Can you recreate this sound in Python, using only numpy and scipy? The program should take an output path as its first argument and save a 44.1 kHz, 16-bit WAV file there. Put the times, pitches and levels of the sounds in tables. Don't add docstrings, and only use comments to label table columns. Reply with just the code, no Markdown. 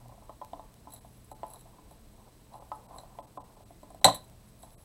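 import sys
import numpy as np
from scipy import signal
from scipy.fft import rfft, irfft, next_fast_len
from scipy.io import wavfile
from scipy.ndimage import map_coordinates

SR = 44100
rng = np.random.default_rng(int(sys.argv[2]) if len(sys.argv) > 2 else 0)


def unload_wav(signal):
    wavfile.write(
        sys.argv[1],
        SR,
        np.round(np.clip(np.atleast_2d(signal).T, -1, 1) * 32767).astype(np.int16),
    )


def ratio_of_db(decibels):
    return 10 ** (np.asarray(decibels, float) / 20)


N = 213796
T = np.arange(N) / SR


def unit(x):
    return x / np.sqrt(np.mean(x ** 2) + 1e-20)


def along(points, hz):
    point_hz, value = np.transpose(points)
    return np.interp(np.log(hz + 1), np.log(point_hz + 1), value)


def wobble(rate_hz):
    return map_coordinates(rng.standard_normal(int(N * rate_hz / SR) + 4), [T * rate_hz])


def filtered(x, response):
    size = next_fast_len(N + SR // 2)
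    hz = np.fft.rfftfreq(size, 1 / SR)
    return irfft(rfft(x, size) * response(hz), size)[:N]


def resonant(x, peaks):
    def response(f):
        total = 0
        for k, (centre, width, db) in enumerate(peaks):
            damping = 1j * f * width
            total = total + (-1) ** k * ratio_of_db(db) * damping / (centre * centre - f * f + damping)
        return total
    return filtered(x, response)


def housing(x, peaks):
    return resonant(resonant(x, peaks), peaks)


def noise(spectrum):
    return unit(filtered(rng.standard_normal(N), lambda hz: ratio_of_db(along(spectrum, hz))))


def add(track, start_s, sound):
    part = track[round(start_s * SR):][:len(sound)]
    part += sound[:len(part)]


def strokes(rows, rest_db, rise_db_s, fall_db_s):
    levels = [np.full(N, rest_db)]
    for start_s, hold_s, db in rows:
        before_s = np.clip(start_s - T, 0, None)
        after_s = np.clip(T - start_s - hold_s, 0, None)
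        levels.append(db - rise_db_s * before_s - fall_db_s * after_s)
    return np.max(levels, axis=0)


def burst(length_s):
    t = np.arange(SR // 8) / SR
    return rng.standard_normal(len(t)) * ratio_of_db(-15 * t / abs(length_s)) * (1 - np.exp(-t / .0005))


# pitch_hz, level_db, t60_s
BOARD_MODES = [(328, -3.5, 0.072), (460, -9, 0.017), (598.7, 0, 0.098), (689.4, 14.5, 0.035),
               (755, 5, 0.053), (863, 1, 0.15), (1020, 9, 0.058), (1020, -8.5, 0.032), (1280, -7.5, 0.12),
               (1870, -26, 0.067)]


def knock(centre_hz, thud_db, tilt_db):
    t = np.arange(SR // 5) / SR
    thump = np.sin(2 * np.pi * .92 * centre_hz * t) * (t / .00075) ** 2 * np.exp(-t / .00075)
    thump = thump + .6 * np.pad(thump, (round(.0072 * SR), 0))[:len(t)]
    ring = 0
    for hz, db, t60_s in BOARD_MODES:
        level_luck, phase_luck = rng.standard_normal(2)
        octaves_off = abs(np.log2(hz / centre_hz))
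        mode_db = db + 4.28 * level_luck - tilt_db * octaves_off - 60 * t / t60_s
        ring = ring + ratio_of_db(mode_db) * np.sin(2 * np.pi * hz * t + 1.53 * phase_luck)
    blow = thump + 0.17 * ring * (1 - np.exp(-(t / 0.0015) ** 2))
    table = np.sin(2 * np.pi * 290 * t) + 0.36 * np.sin(2 * np.pi * 220 * t)
    table = ratio_of_db(thud_db - 60 * t / 0.14) * table * (1 - np.exp(-t / 0.00057))
    return blow / np.abs(blow).max() + table


# centre_hz, width_hz, level_db
HOUSING_BANDS = [(1630, 1100, -3), (3180, 510, -1), (4000, 274, 6), (5800, 320, -8), (7930, 600, -0.5),
                 (10594, 530, -4), (14800, 290, -11.5)]
# centre_hz, width_hz, level_db
OPEN_BANDS = [(12800, 2500, 0), (15000, 1500, -6)]


def steel_at_mic(dull, bright, thin):
    ringing = housing(dull, HOUSING_BANDS[:3]) + housing(bright, HOUSING_BANDS[3:5])
    ringing = ringing + housing(thin, HOUSING_BANDS[5:])
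    return ringing - ratio_of_db(-25) * resonant(thin, OPEN_BANDS)


# start_s, steel_db, length_s, board_db, centre_hz
SNAP_HITS = [
    (4.0435, 2.5, 0.0061, -17, 690),
    (4.0488, -13.5, 0.0044, -9, 690),
    (4.0528, -0.5, 0.003, -8.5, 693),
    (4.056, -17, 0.011, -22, 702),
    (4.062, -14, 0.0052, -28.5, 695),
    (4.0747, -28, 0.053, -13, 760),
    (4.081, -34.5, 0.017, -15, 950),
    (4.092, -34, 0.013, -22.5, 700),
    (4.111, -35, 0.013, -48, 940),
]


def snap():
    wood, steel = np.zeros((2, N))
    for start_s, steel_db, length_s, board_db, centre_hz in SNAP_HITS:
        crack = ratio_of_db(steel_db + 7) * burst(length_s)
        add(steel, start_s, crack)
        add(wood, start_s, ratio_of_db(board_db) * knock(centre_hz, -22, tilt_db=13.5))
    return wood, steel_at_mic(ratio_of_db(-6.5) * steel, ratio_of_db(1.5) * steel, ratio_of_db(1.5) * steel)


# pitch_hz, level_db, t60_s
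TABLE_TOP_MODES = [(62, -11.5, .2), (113, 0, 0.24), (171, 0, 0.23)]


def slam():
    t = np.clip(T - 4.05, 0, None)
    boom = sum(ratio_of_db(db - 60 * t / t60_s) * np.sin(2 * np.pi * hz * t) for hz, db, t60_s in TABLE_TOP_MODES)
    return ratio_of_db(-27.5) * boom * (1 - np.exp(-t / 0.002))


# start_s, peak_db, centre_hz, thud_db
FIRM_KNOCKS = [(0.2945, -28.5, 1020, -21), (0.415, -24, 987, -25), (0.532, -22.5, 960, -18.5),
               (0.595, -27.5, 1020, -24), (0.871, -32, 870, -12.5), (1.315, -29.5, 660, -21),
               (1.432, -19.5, 1007, -30), (1.541, -38.5, 960, -19), (2.541, -32.5, 980, -30),
               (2.717, -18.5, 1020, -31), (2.909, -35, 1060, -19), (2.942, -35.5, 977, -12),
               (2.961, -33, 990, -16), (3.187, -24, 798, -26), (3.374, -24.5, 848, -16),
               (3.831, -34, 738, -12.5)]
# start_s, peak_db
LIGHT_TAPS = [(0.018, -51), (0.057, -41), (0.093, -40), (0.121, -37.5), (0.141, -41), (0.179, -42),
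              (0.221, -42.5), (0.447, -59), (0.939, -41), (1.048, -36.5), (1.501, -39), (1.656, -44),
              (1.784, -41.5), (1.912, -39), (2.523, -43), (2.552, -34.5), (2.622, -35.5), (2.986, -33),
              (3.034, -35.5), (3.567, -43.5), (3.604, -40.5), (3.706, -38), (3.904, -37.5), (3.946, -34),
              (4.014, -36.5), (4.634, -34)]


def blows():
    tap_hz, tap_thud_db, tap_tilt_db, knock_tilt_db = 744, -18.5, 9.5, 3.5
    rows = [(*row, knock_tilt_db) for row in FIRM_KNOCKS]
    rows += [(start_s, db, tap_hz, tap_thud_db, tap_tilt_db) for start_s, db in LIGHT_TAPS]
    wood, sharp = np.zeros((2, N))
    for start_s, db, centre_hz, thud_db, tilt_db in rows:
        edge = ratio_of_db(1.5 * (db + 30) - 45) * burst(.0025)
        add(sharp, start_s + 0.00022, edge)
        add(wood, start_s - .0004, ratio_of_db(db - 6.5) * knock(centre_hz, thud_db + 1.0, tilt_db))
    return wood + housing(sharp, [(1750, 600, -1), (3550, 1100, 0), (7850, 700, -6)])


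# start_s, peak_db, thinness_db
SHORT_TICKS = [(0.2544, -53.5, 3), (0.9038, -45.5, 8), (0.92, -41.5, 7), (0.926, -45, 7), (0.9357, -37, 14),
               (0.945, -43, 10), (0.9613, -41.5, -8), (1.2436, -56, 19.5), (1.3135, -40.5, 6),
               (1.4646, -51, 14), (1.5007, -51, 18), (1.5093, -47.5, 2), (1.5346, -38, 11.5),
               (1.5574, -45, 4), (1.5918, -46, 8), (1.6085, -44.5, 7), (1.9088, -46.5, 4), (1.9237, -57, 7),
               (2.5356, -48, -20), (2.9828, -34.5, -13), (3.7044, -64, 19), (3.8293, -46, 3),
               (3.9022, -49, 3), (3.945, -47.5, 8), (4.0116, -48, 0), (4.241, -46, 9), (4.6286, -40, -12)]
# start_s, peak_db, thinness_db, length_s
STAPLE_LANDS = [
    (4.1445, -31, 10, .016),
]


def ticks():
    tick_s, dull_db, dull_per_thin = .0055, -10, -.3
    dull, bright, thin = np.zeros((3, N))
    for start_s, db, thin_db, length_s in [(*row, tick_s) for row in SHORT_TICKS] + list(STAPLE_LANDS):
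        tick = ratio_of_db(db + 8) * burst(length_s)
        add(bright, start_s, tick)
        add(dull, start_s, ratio_of_db(dull_db + dull_per_thin * thin_db) * tick)
        add(thin, start_s, ratio_of_db(thin_db + 2.5) * tick)
    return steel_at_mic(dull, bright, thin)


# start_s, hold_s, level_db
WOOD_RUBS = [(0, 0.013, -55), (.23, 0.018, -59.5), (.28, 0.023, -62), (.57, 0.023, -55.5),
             (.89, 0.043, -59), (1.47, 0.1, -56), (1.68, 0.13, -60), (2.21, 0.034, -57.5),
             (2.55, 0.062, -55), (2.76, 0.031, -53), (2.92, .05, -50.5), (3.02, 0.22, -56),
             (3.41, 0.078, -54), (3.89, 0.034, -61.5), (4.2, 0.12, -63), (4.65, .03, -61)]


def rubbing():
    slips = rng.standard_normal(N) * ratio_of_db(2.5 * wobble(90) + 1.5 * wobble(25))
    level_db = strokes(WOOD_RUBS, rest_db=-69.5, rise_db_s=138, fall_db_s=98)
    body = [(480, 160, -3), (690, 260, 0), (960, 400, -1.5)]
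    return ratio_of_db(level_db - 4) * unit(housing(slips, body))


# start_s, hold_s, level_db
STEEL_SCRAPES = [(.94, 0.011, -53), (1, 0.19, -64), (1.31, 0.017, -60), (1.495, 0.028, -57),
                 (1.54, 0.048, -58.5), (1.91, 0.018, -63), (2.54, 0.02, -62), (2.58, 0.045, -62.5),
                 (2.74, 0.021, -60), (2.95, 0.032, -56.5), (3.19, 0.0076, -63), (4.12, .16, -64.5),
                 (4.46, .03, -64), (4.61, .03, -58), (4.68, .17, -62)]


def scraping():
    grains = rng.standard_normal(N) * ratio_of_db(3 * wobble(160) + 1.2 * wobble(30))
    level_db = strokes(STEEL_SCRAPES, rest_db=-71.5, rise_db_s=277, fall_db_s=193)
    edge = [(4000, 500, -8), (7850, 500, -4), (10800, 700, 0), (14000, 3000, -8)]
    return ratio_of_db(1.09 * level_db - 0.5) * unit(housing(grains, edge))


# pitch_hz, t60_s
ROOM_DECAY = [(100, 0.45), (700, 0.2), (4000, 0.22), (8000, 0.12), (14000, 0.05)]


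def room(x):
    hz, t, z = signal.stft(rng.standard_normal(SR // 2), SR, nperseg=256)
    decay = ratio_of_db(-60 * t / along(ROOM_DECAY, hz)[:, None])
    tail = signal.istft(z * decay, SR, nperseg=256)[1]
    delayed = np.pad(x, (350, 0))
    return signal.fftconvolve(delayed, tail / np.linalg.norm(tail))[:N]


# start_s, hold_s, level_db
NOTE_SURGES = [
    (.05, 0.045, -49.5),
    (2.85, .06, -62),
]
# centre_hz, width_hz, level_db
HUM_BANDS = [(213, 2.8, 1.5), (310, 65, -9), (454, 40, -11)]


def appliance():
    phase = 2 * np.pi * np.cumsum(120 + 3.2 * wobble(6.0)) / SR
    note_db = strokes(NOTE_SURGES, rest_db=-63, rise_db_s=80, fall_db_s=200)
    note_db = note_db + 2.4 * wobble(3.2) + 2.3 * wobble(4.2)
    note = ratio_of_db(note_db) * (np.sin(phase) + ratio_of_db(-11) * np.sin(2 * phase))
    hum = ratio_of_db(-67 + 1.5 * wobble(2.1)) * unit(resonant(rng.standard_normal(N), HUM_BANDS))
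    return note + hum


# pitch_hz, density_db_per_hz
AIR_SPECTRUM = [(15, -30), (25, 1), (54, -3.5), (92, -8), (123, -10), (214, -11), (314, -27.5),
                (678, -18.5), (893, -39.5), (1010, -25), (2000, -50.5), (2600, -65.5), (4400, -120)]


def air():
    bands = unit(housing(rng.standard_normal(N), [(4000, 500, 0), (7900, 500, 0), (10900, 900, -1)]))
    return ratio_of_db(-76) * bands + ratio_of_db(-57.5 + 1.3 * wobble(3)) * noise(AIR_SPECTRUM)


def scene():
    wood = blows()
    steel = ticks()
    snap_wood, snap_steel = snap()
    wood, steel = wood + snap_wood, steel + snap_steel
    echo = room(ratio_of_db(-12.5) * wood + ratio_of_db(-11) * steel)
    mix = wood + steel + echo + slam() + rubbing() + scraping() + appliance() + air()
    return mix[None]


# pitch_hz, density_db_per_hz
HISS_SPECTRUM = [(300, -14), (1200, 4), (5000, 1), (12000, -3.5), (15800, -2)]
# pitch_hz, level_db
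WHISTLES = [(8000, -84), (8400, -78.5), (12200, -85), (12600, -90)]
# start_s, peak_db
SPIT_CLICKS = [(0.084, -39.5), (0.4478, -34.5), (0.7419, -38), (4.2988, -39.5), (4.7065, -42)]


def electronics():
    frame = (T * 25 + .3) % 1
    chop = np.clip(6 * (.42 - np.abs(frame - .5)), .15, 1)
    tones = sum(ratio_of_db(db + 6.5) * np.sin(2 * np.pi * hz * T) for hz, db in WHISTLES)
    spits = np.zeros(N)
    for start_s, db in SPIT_CLICKS:
        spits[round(start_s * SR)] = ratio_of_db(db + 3)
    return ratio_of_db(-67.0) * noise(HISS_SPECTRUM), chop * tones + spits


# centre_s, length_s, depth_db
HISS_MUTES = [(1.001, 0.012, -19), (1.34, 0.015, -24), (2.598, 0.011, -16), (2.877, 0.016, -18),
              (3.217, 0.015, -28), (3.264, 0.01, -18), (3.391, 0.021, -24), (3.432, 0.015, -17),
              (3.56, 0.009, -9), (3.647, 0.016, -18), (4.007, 0.011, -17), (4.117, .012, -12),
              (4.765, .024, -28)]


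def muting():
    return sum(db * np.clip(1.5 - np.abs(T - centre_s) / (.45 * length_s), 0, 1)
               for centre_s, length_s, db in HISS_MUTES)


def band_limit(x):
    return signal.sosfilt(signal.butter(12, 16810, fs=SR, output="sos"), x)


def record(dry):
    hiss, marks = electronics()
    mute_db = muting()
    treble = filtered(dry[0], lambda hz: np.clip(hz / 400 - 3, 0, 1))
    low = dry[0] - treble
    mix = low + ratio_of_db(.4 * mute_db) * treble + ratio_of_db(mute_db) * hiss + marks
    top_hz, over_top_db = 15830, -24
    mix = filtered(mix, lambda hz: np.where(hz < top_hz, 1, ratio_of_db(over_top_db)))
    return band_limit(mix[None])


dry = scene()
out = record(dry)
unload_wav(out)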